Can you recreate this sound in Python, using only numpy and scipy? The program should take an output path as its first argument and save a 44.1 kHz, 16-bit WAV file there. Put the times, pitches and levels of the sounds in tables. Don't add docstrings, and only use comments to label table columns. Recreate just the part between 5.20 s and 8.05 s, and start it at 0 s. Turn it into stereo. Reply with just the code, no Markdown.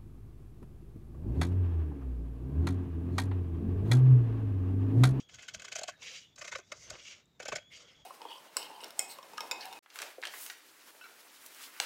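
import sys
import numpy as np
from scipy import signal
from scipy.fft import rfft, irfft
from scipy.io import wavfile

SR = 44100
rng = np.random.default_rng(int(sys.argv[2]) if len(sys.argv) > 2 else 0)


def log_audio(samples):
    frames = np.atleast_2d(samples).T
    limited = np.clip(frames, -1, 1)
    pcm = np.round(limited * 32767).astype(np.int16)
    wavfile.write(sys.argv[1], SR, pcm)


def elevation(decibels):
    levels = np.asarray(decibels, float)
    return 10 ** (levels / 20)


N = 125685
T = np.arange(N) / SR


def rms_one(x):
    return x / np.sqrt(np.mean(x ** 2) + 1e-20)


def drift(rate_hz):
    r = np.exp(-2 * np.pi * rate_hz / SR)
    wander = signal.lfilter([1], [1, -2 * r, r * r], rng.standard_normal(N + SR))
    return rms_one(wander[SR:])


def grit(spread_db):
    clicks = rng.standard_normal(N)
    unevenness = np.minimum(rng.exponential(1, N), 5)
    return rms_one(clicks * elevation(spread_db * unevenness))


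def band(low_hz, high_hz):
    return signal.butter(3, [low_hz, high_hz], "band", fs=SR, output="sos")


def colour(x, spectrum, peaks=(), base_db=0, ripple_db=0):
    size = 2 ** 17
    hz = np.arange(size // 2 + 1) * SR / size + 1
    knot_hz, knot_db = np.transpose(spectrum)
    power = elevation(2 * (base_db + np.interp(np.log(hz), np.log(knot_hz), knot_db)))
    for centre, width, db in peaks:
        power = power + elevation(2 * db) / (1 + (2 * (hz - centre) / width) ** 2) ** 2
    modes = np.arange(0, SR, 120)
    power = power * elevation(2 * ripple_db * np.interp(hz, modes, rng.standard_normal(len(modes))))
    cepstrum = irfft(np.log(power) / 2)
    cepstrum[1:size // 2] *= 2
    cepstrum[size // 2 + 1:] = 0
    response = np.exp(rfft(cepstrum))
    return irfft(rfft(x, size) * response)[..., :N]


def three_parts(noise, gains, low_hz, high_hz, *body):
    filters = [signal.butter(3, low_hz, "low", fs=SR, output="sos"), band(low_hz, high_hz),
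               signal.butter(3, high_hz, "high", fs=SR, output="sos")]
    *driven, steady = colour(np.vstack([noise * gains, noise]), *body)
    out = 0
    for part, x in zip(filters, driven):
        out = out + signal.sosfilt(part, x) / np.std(signal.sosfilt(part, steady))
    return out


def ringing_clicks(rows, cycles):
    out, t = np.zeros(N + SR), np.arange(2000) / SR
    for start_s, peak_db, ring_hz in rows:
        build = np.sin(np.pi / 2 * np.minimum(t * ring_hz / 2.06, 1)) ** 2
        decay = elevation(peak_db - 60 * t * ring_hz / cycles)
        first = int(start_s * SR)
        out[first:first + 2000] += build * decay * np.sin(2 * np.pi * ring_hz * t)
    return out[:N]


# pitch_hz, density_db (dB per Hz)
ROOM_COLOUR = [(20, -32), (60, -7), (130, -3), (300, -10.5), (1000, -22.5), (7000, -30.5), (9000, -44),
               (15500, -35.5)]


def room():
    return elevation(-71.5) * rms_one(colour(rng.standard_normal(N), ROOM_COLOUR))


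# centre_s, level_db
TABLE_BUMPS = [
    (.04, -81),
    (0.171, -64.5),
    (1.2, -69.5),
    (1.35, -65.5),
    (0.369, -59),
    (1.598, -66),
    (1.722, -60),
    (2.342, -59),
    (2.8, -67),
]


def bumps():
    rumble = rms_one(signal.sosfilt(band(45, 167), rng.standard_normal(N)))
    length_s = 0.04
    swell = sum(elevation(db) * np.exp(-((T - centre_s) / length_s) ** 2) for centre_s, db in TABLE_BUMPS)
    return swell * rumble


# start_s, end_s, from_hz, to_hz, level_db, blur (0-1)
PIVOT_SQUEAKS = [
    (0, .68, 3330, 3350, -66, .7),
    (1.0, 1.16, 3500, 3400, -69, 1),
    (1.41, 1.51, 3450, 3950, -72, .9),
    (1.98, 2.2, 3750, 3700, -78, .9),
    (2.38, 2.515, 3260, 3480, -61, .35),
    (2.59, 2.73, 3250, 3200, -65, 1),
    (2.74, 2.87, 3340, 3300, -65, .6),
]


def squeaks():
    out, wobble, flicker = np.zeros(N), drift(200), np.clip(drift(60), -2, 1)
    wobble_hz, flicker_db, edge_s, octave_db = 130, 2, 0.02, -14
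    for start_s, end_s, from_hz, to_hz, level_db, blur in PIVOT_SQUEAKS:
        glide = np.clip((T - start_s) / (end_s - start_s), 0, 1) ** 2
        pitch_hz = from_hz + (to_hz - from_hz) * glide + blur * wobble_hz * wobble
        phase = 2 * np.pi * np.cumsum(pitch_hz) / SR
        edge = np.clip(np.minimum(T - start_s, end_s - T) / edge_s, 0, 1)
        strength = edge * elevation(level_db + 2 * blur * flicker_db * flicker)
        out += strength * (np.sin(phase) + elevation(octave_db) * np.sin(2 * phase))
    return out


# centre_s, length_s, pitch_hz, level_db
EDGE_SINGS = [(0.734, .03, 1700, -62.5), (0.792, 0.068, 3780, -72), (0.839, 0.013, 2265, -50.5),
              (0.851, .04, 2660, -55), (0.933, 0.035, 3100, -61), (0.942, 0.037, 2750, -58.5),
              (0.906, .05, 5170, -59.5), (1.04, 0.037, 2200, -79), (1.043, 0.03, 2916, -62.5),
              (1.66, 0.07, 6180, -60.5), (1.63, 0.041, 2100, -64.5), (1.88, 0.052, 3260, -61.5),
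              (1.88, 0.041, 2754, -69.5), (2.523, 0.013, 2180, -54), (2.548, .035, 3190, -65),
              (2.565, 0.029, 4680, -65), (2.57, 0.056, 6670, -71), (2.73, 0.059, 1520, -78),
              (2.805, .02, 894, -75), (2.66, 0.019, 1410, -70), (2.725, 0.046, 2010, -68.5),
              (2.72, 0.017, 5120, -70)]


def sings():
    out, rub = np.zeros(N), rng.standard_normal(N)
    r = np.exp(-np.pi * 110 / SR)
    for centre_s, length_s, pitch_hz, level_db in EDGE_SINGS:
        line = signal.lfilter([1, 0, -1], [1, -2 * r * np.cos(2 * np.pi * pitch_hz / SR), r * r], rub)
        out += elevation(level_db) * np.exp(-((T - centre_s) / length_s) ** 2) * rms_one(line)
    return out


# time_s, level_db, low_db (below 1.2 kHz) and brightness_db (both re level)
BLADE_SLIDES = [
    [(0, -53, -14, -3.5), (.035, -70.5, 1, -1), (.08, -88, -13, -12), (.11, -73, 1, 6.5),
     (.26, -67.5, -0.5, -4), (.5, -68.5, 4.5, 0)],
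    [(.78, -68, 0, -17), (.817, -69, 0, 6), (.821, -48.5, -11.5, -5), (.96, -50.5, -16, -4),
     (1.03, -62.5, -24, -3.5), (1.13, -82.5, -11, -7)],
    [(1.44, -93, -33, 19), (1.53, -59.5, 9, -7), (1.6, -66.5, -6, 11.5), (1.64, -59, -11.5, 3),
     (1.685, -61, -0.5, -11), (1.74, -52, -1.5, -9), (1.84, -60.5, -10.5, -0.5), (1.88, -50.5, -15, -2.5),
     (2.02, -68, -5.5, -9.5)],
    [(2.5, -73, -5, -12), (2.515, -62, -12, -12), (2.55, -49.5, -19, -5.5), (2.63, -60, -1.5, -4.5),
     (2.7, -62.5, -6, -10), (2.85, -75, -2, -9)],
]
# pitch_hz, width_hz, level_db
EDGE_RESONANCES = [(2200, 230, -6), (2870, 130, -24.5), (4745, 110, -3.5), (5750, 580, -9), (6770, 250, -8)]
# pitch_hz, density_db (dB per Hz)
EDGE_COLOUR = [(120, -35), (200, -32.5), (509, -9.5), (851, -21.5), (2860, 3), (4120, -6.5), (6520, -1.5),
               (11900, -39.5), (16000, -29)]


def slides():
    out = 0
    patches = elevation(1.8 * (drift(17) + np.array([drift(15) for _ in range(3)])))
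    for rows in BLADE_SLIDES:
        time_s, level_db, low_db, brightness_db = np.transpose(rows)
        ramp = np.minimum((T - time_s[0]) / 0.015, (time_s[-1] - T) / 0.05)
        fade = np.clip(ramp + 1, 0, 1) ** 2
        parts_db = (level_db + low_db, level_db, level_db + brightness_db)
        gains = fade * patches * elevation([np.interp(T, time_s, db) for db in parts_db])
        out = out + three_parts(grit(3), gains, 1200, 4200, EDGE_COLOUR, EDGE_RESONANCES, -6, 1.5)
    return out


# start_s, peak_db, pitch_hz
FLAP_THUDS = [
    (2.3285, -24, 420),
    (.689, -38, 480),
    (.612, -42, 436),
    (1.52, -41, 517),
    (1.4, -48, 400),
]


def thuds():
    return ringing_clicks(FLAP_THUDS, cycles=6)


# start_s, peak_db, pitch_hz
PAPER_CRACKS = [(.5562, -22, 6400), (.5600, -21, 6400), (.5645, -19, 6200), (2.057, -52, 7200),
                (.38, -45, 2700), (.39, -46, 3300), (1.636, -44, 4800), (1.692, -43, 2800),
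                (2.787, -56, 2200), (1.376, -38, 6500), (1.4, -40, 6000)]


def cracks():
    return ringing_clicks(PAPER_CRACKS, cycles=22)


# start_s, peak_db, pitch_hz
FIBRE_SNAPS = [(.092, -61, 1630), (.185, -48, 1500), (.284, -38, 1520), (.421, -42.5, 1520),
               (.447, -40, 1190), (.447, -40, 1480), (.557, -34.5, 1430), (.59, -35, 640), (.59, -36, 1620),
               (.637, -38, 724), (.686, -37, 698), (.689, -33.5, 1100), (.686, -33.5, 1560),
               (.822, -48, 1040), (1.182, -47, 1470), (1.217, -46, 1170), (1.326, -31, 2120),
               (1.326, -39.5, 930), (1.357, -34, 534), (1.388, -47, 375), (1.389, -44, 1530),
               (1.52, -33.5, 1280), (1.7, -52, 1453), (1.712, -37, 617), (1.755, -44, 2150),
               (2.2, -37.5, 510), (2.2, -38, 1513), (2.226, -45, 1518), (2.256, -39.5, 640),
               (2.284, -54, 890), (2.322, -28, 1110), (2.324, -52, 2310), (2.36, -26.5, 2202),
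               (2.385, -39, 2500)]


def snaps():
    return ringing_clicks(FIBRE_SNAPS, cycles=29)


# start_s, peak_db, thump_db and brightness_db (both re peak), swell_ms
FIRST_STROKE = [(0.089, -43, -22, -17.5, 4.9), (0.137, -39.5, -57, -13.5, 8.4), (0.181, -42, -16, -16, 12),
                (0.222, -39, -40, -13.5, 10.4), (0.282, -32, -53, -12, 5.1), (0.34, -34, -19, -8.5, 6.5),
                (0.396, -37, -42, -13, 3.8), (0.418, -36, -15, -11, 3.5), (0.445, -30.5, -28.5, -16, 4.4),
                (0.479, -35, -21, -13, 4), (0.519, -30.5, -9.5, -11.5, 6.1), (0.554, -27, -11.5, -10, 6.6),
                (0.583, -29, -10, -10, 4.8), (0.611, -32, -5, -17, 4.2), (0.633, -27.5, -8, -13, 2.6),
                (0.678, -28, -9.5, -14, 6.9)]
SECOND_STROKE = [(1.159, -51, -14, -5, 3.5), (1.178, -37, -17, -14, 8.9), (1.213, -31.5, -11.5, -12, 6.1),
                 (1.244, -32, -13.5, -15, 6.4), (1.276, -29.5, -17, -11, 4.3),
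                 (1.318, -26, -16.5, -18, 7.1), (1.352, -29, -15.5, -16.5, 4.9), (1.383, -39, -5, -14, 6.1),
                 (1.518, -30, -7.5, -14, 3.83), (1.699, -33.5, -19, -9, 4.7), (1.752, -40.5, -6, -31, 1.7)]
THIRD_STROKE = [
    (2.198, -30, -9, -21, 4.8),
    (2.221, -39, -5, -12.5, 7.6),
    (2.254, -28.5, -9, -16.5, 4.6),
    (2.281, -25, -8, -13, 4.2),
    (2.32, -21.5, -8.5, -21.5, 6),
    (2.355, -30.5, -11, -9.5, 6),
    (2.382, -35, -9, -29, 2.7),
]
# pitch_hz, width_hz, level_db
SHEET_RESONANCES = [(1518, 130, -1), (2118, 150, -1), (2570, 120, -1), (6530, 440, -10), (7180, 860, -12.5),
                    (15300, 3000, -38)]
# pitch_hz, width_hz, level_db
FLAP_RESONANCES = [
    [(660, 260, -6), (1250, 300, -10), (3060, 870, -4.5)],
    [(560, 300, -7), (1230, 350, -5), (2200, 300, -6)],
    [(600, 320, -4), (1200, 300, -14), (3100, 500, -8)],
]
# pitch_hz, density_db (dB per Hz)
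SHEET_COLOUR = [(120, -73), (200, -38), (480, -8), (700, 1.5), (950, -18), (1400, -6), (2250, -0.5),
                (3760, -8.5), (6520, -5), (8270, -20), (16000, -41.5)]


def tear_gains(rows):
    gains = np.zeros((3, N))
    rustle = elevation(-18 + np.array([[-5], [0], [-6]]))
    for start_s, peak_db, thump_db, brightness_db, swell_ms in rows:
        swell_s = max(swell_ms, 0.5) / 1000
        u = (T - start_s) / swell_s + 1
        rise = np.sin(np.pi / 2 * np.clip(u / 2.47, 0, 1)) ** 2
        late = np.maximum(u - 1.8, 0)
        fall = np.exp(-(late / 1.387) ** 1.045)
        tail = rustle * np.exp(-late * swell_s / 0.038)
        parts_db = np.array([[thump_db - 6.5], [-11.5], [brightness_db]])
        gains += rise * (fall + tail) * elevation(peak_db + parts_db)
    gains[0] = np.interp(T - 0.002, T, gains[0])
    return gains * elevation(3 * np.array([drift(120) for _ in gains]))


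def tears():
    out = 0
    for stroke, flap in zip((FIRST_STROKE, SECOND_STROKE, THIRD_STROKE), FLAP_RESONANCES):
        for rows in (stroke[::2], stroke[1::2]):
            gains = tear_gains(rows)
            body = SHEET_COLOUR, SHEET_RESONANCES + flap, -6, 3.4
            out = out + three_parts(grit(2.2), gains, 1100, 4000, *body)
    return out


def scene():
    mono = tears() + snaps() + cracks() + thuds() + slides() + sings() + squeaks() + bumps() + room()
    treble = signal.sosfilt(signal.butter(4, 8000, "high", fs=SR, output="sos"), mono)
    side = elevation(-8) * np.roll(treble, 37) * np.clip(drift(20), 0, 1)
    return np.array([mono + side, mono - side])


def roll_off(x):
    return signal.sosfilt(signal.butter(12, 16190, fs=SR, output="sos"), x)


def record(dry):
    limit = signal.cheby2(10, 50, 16450, fs=SR, output="sos")
    mix = signal.sosfilt(limit, dry)
    return roll_off(mix)


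dry = scene()
out = record(dry)
log_audio(out)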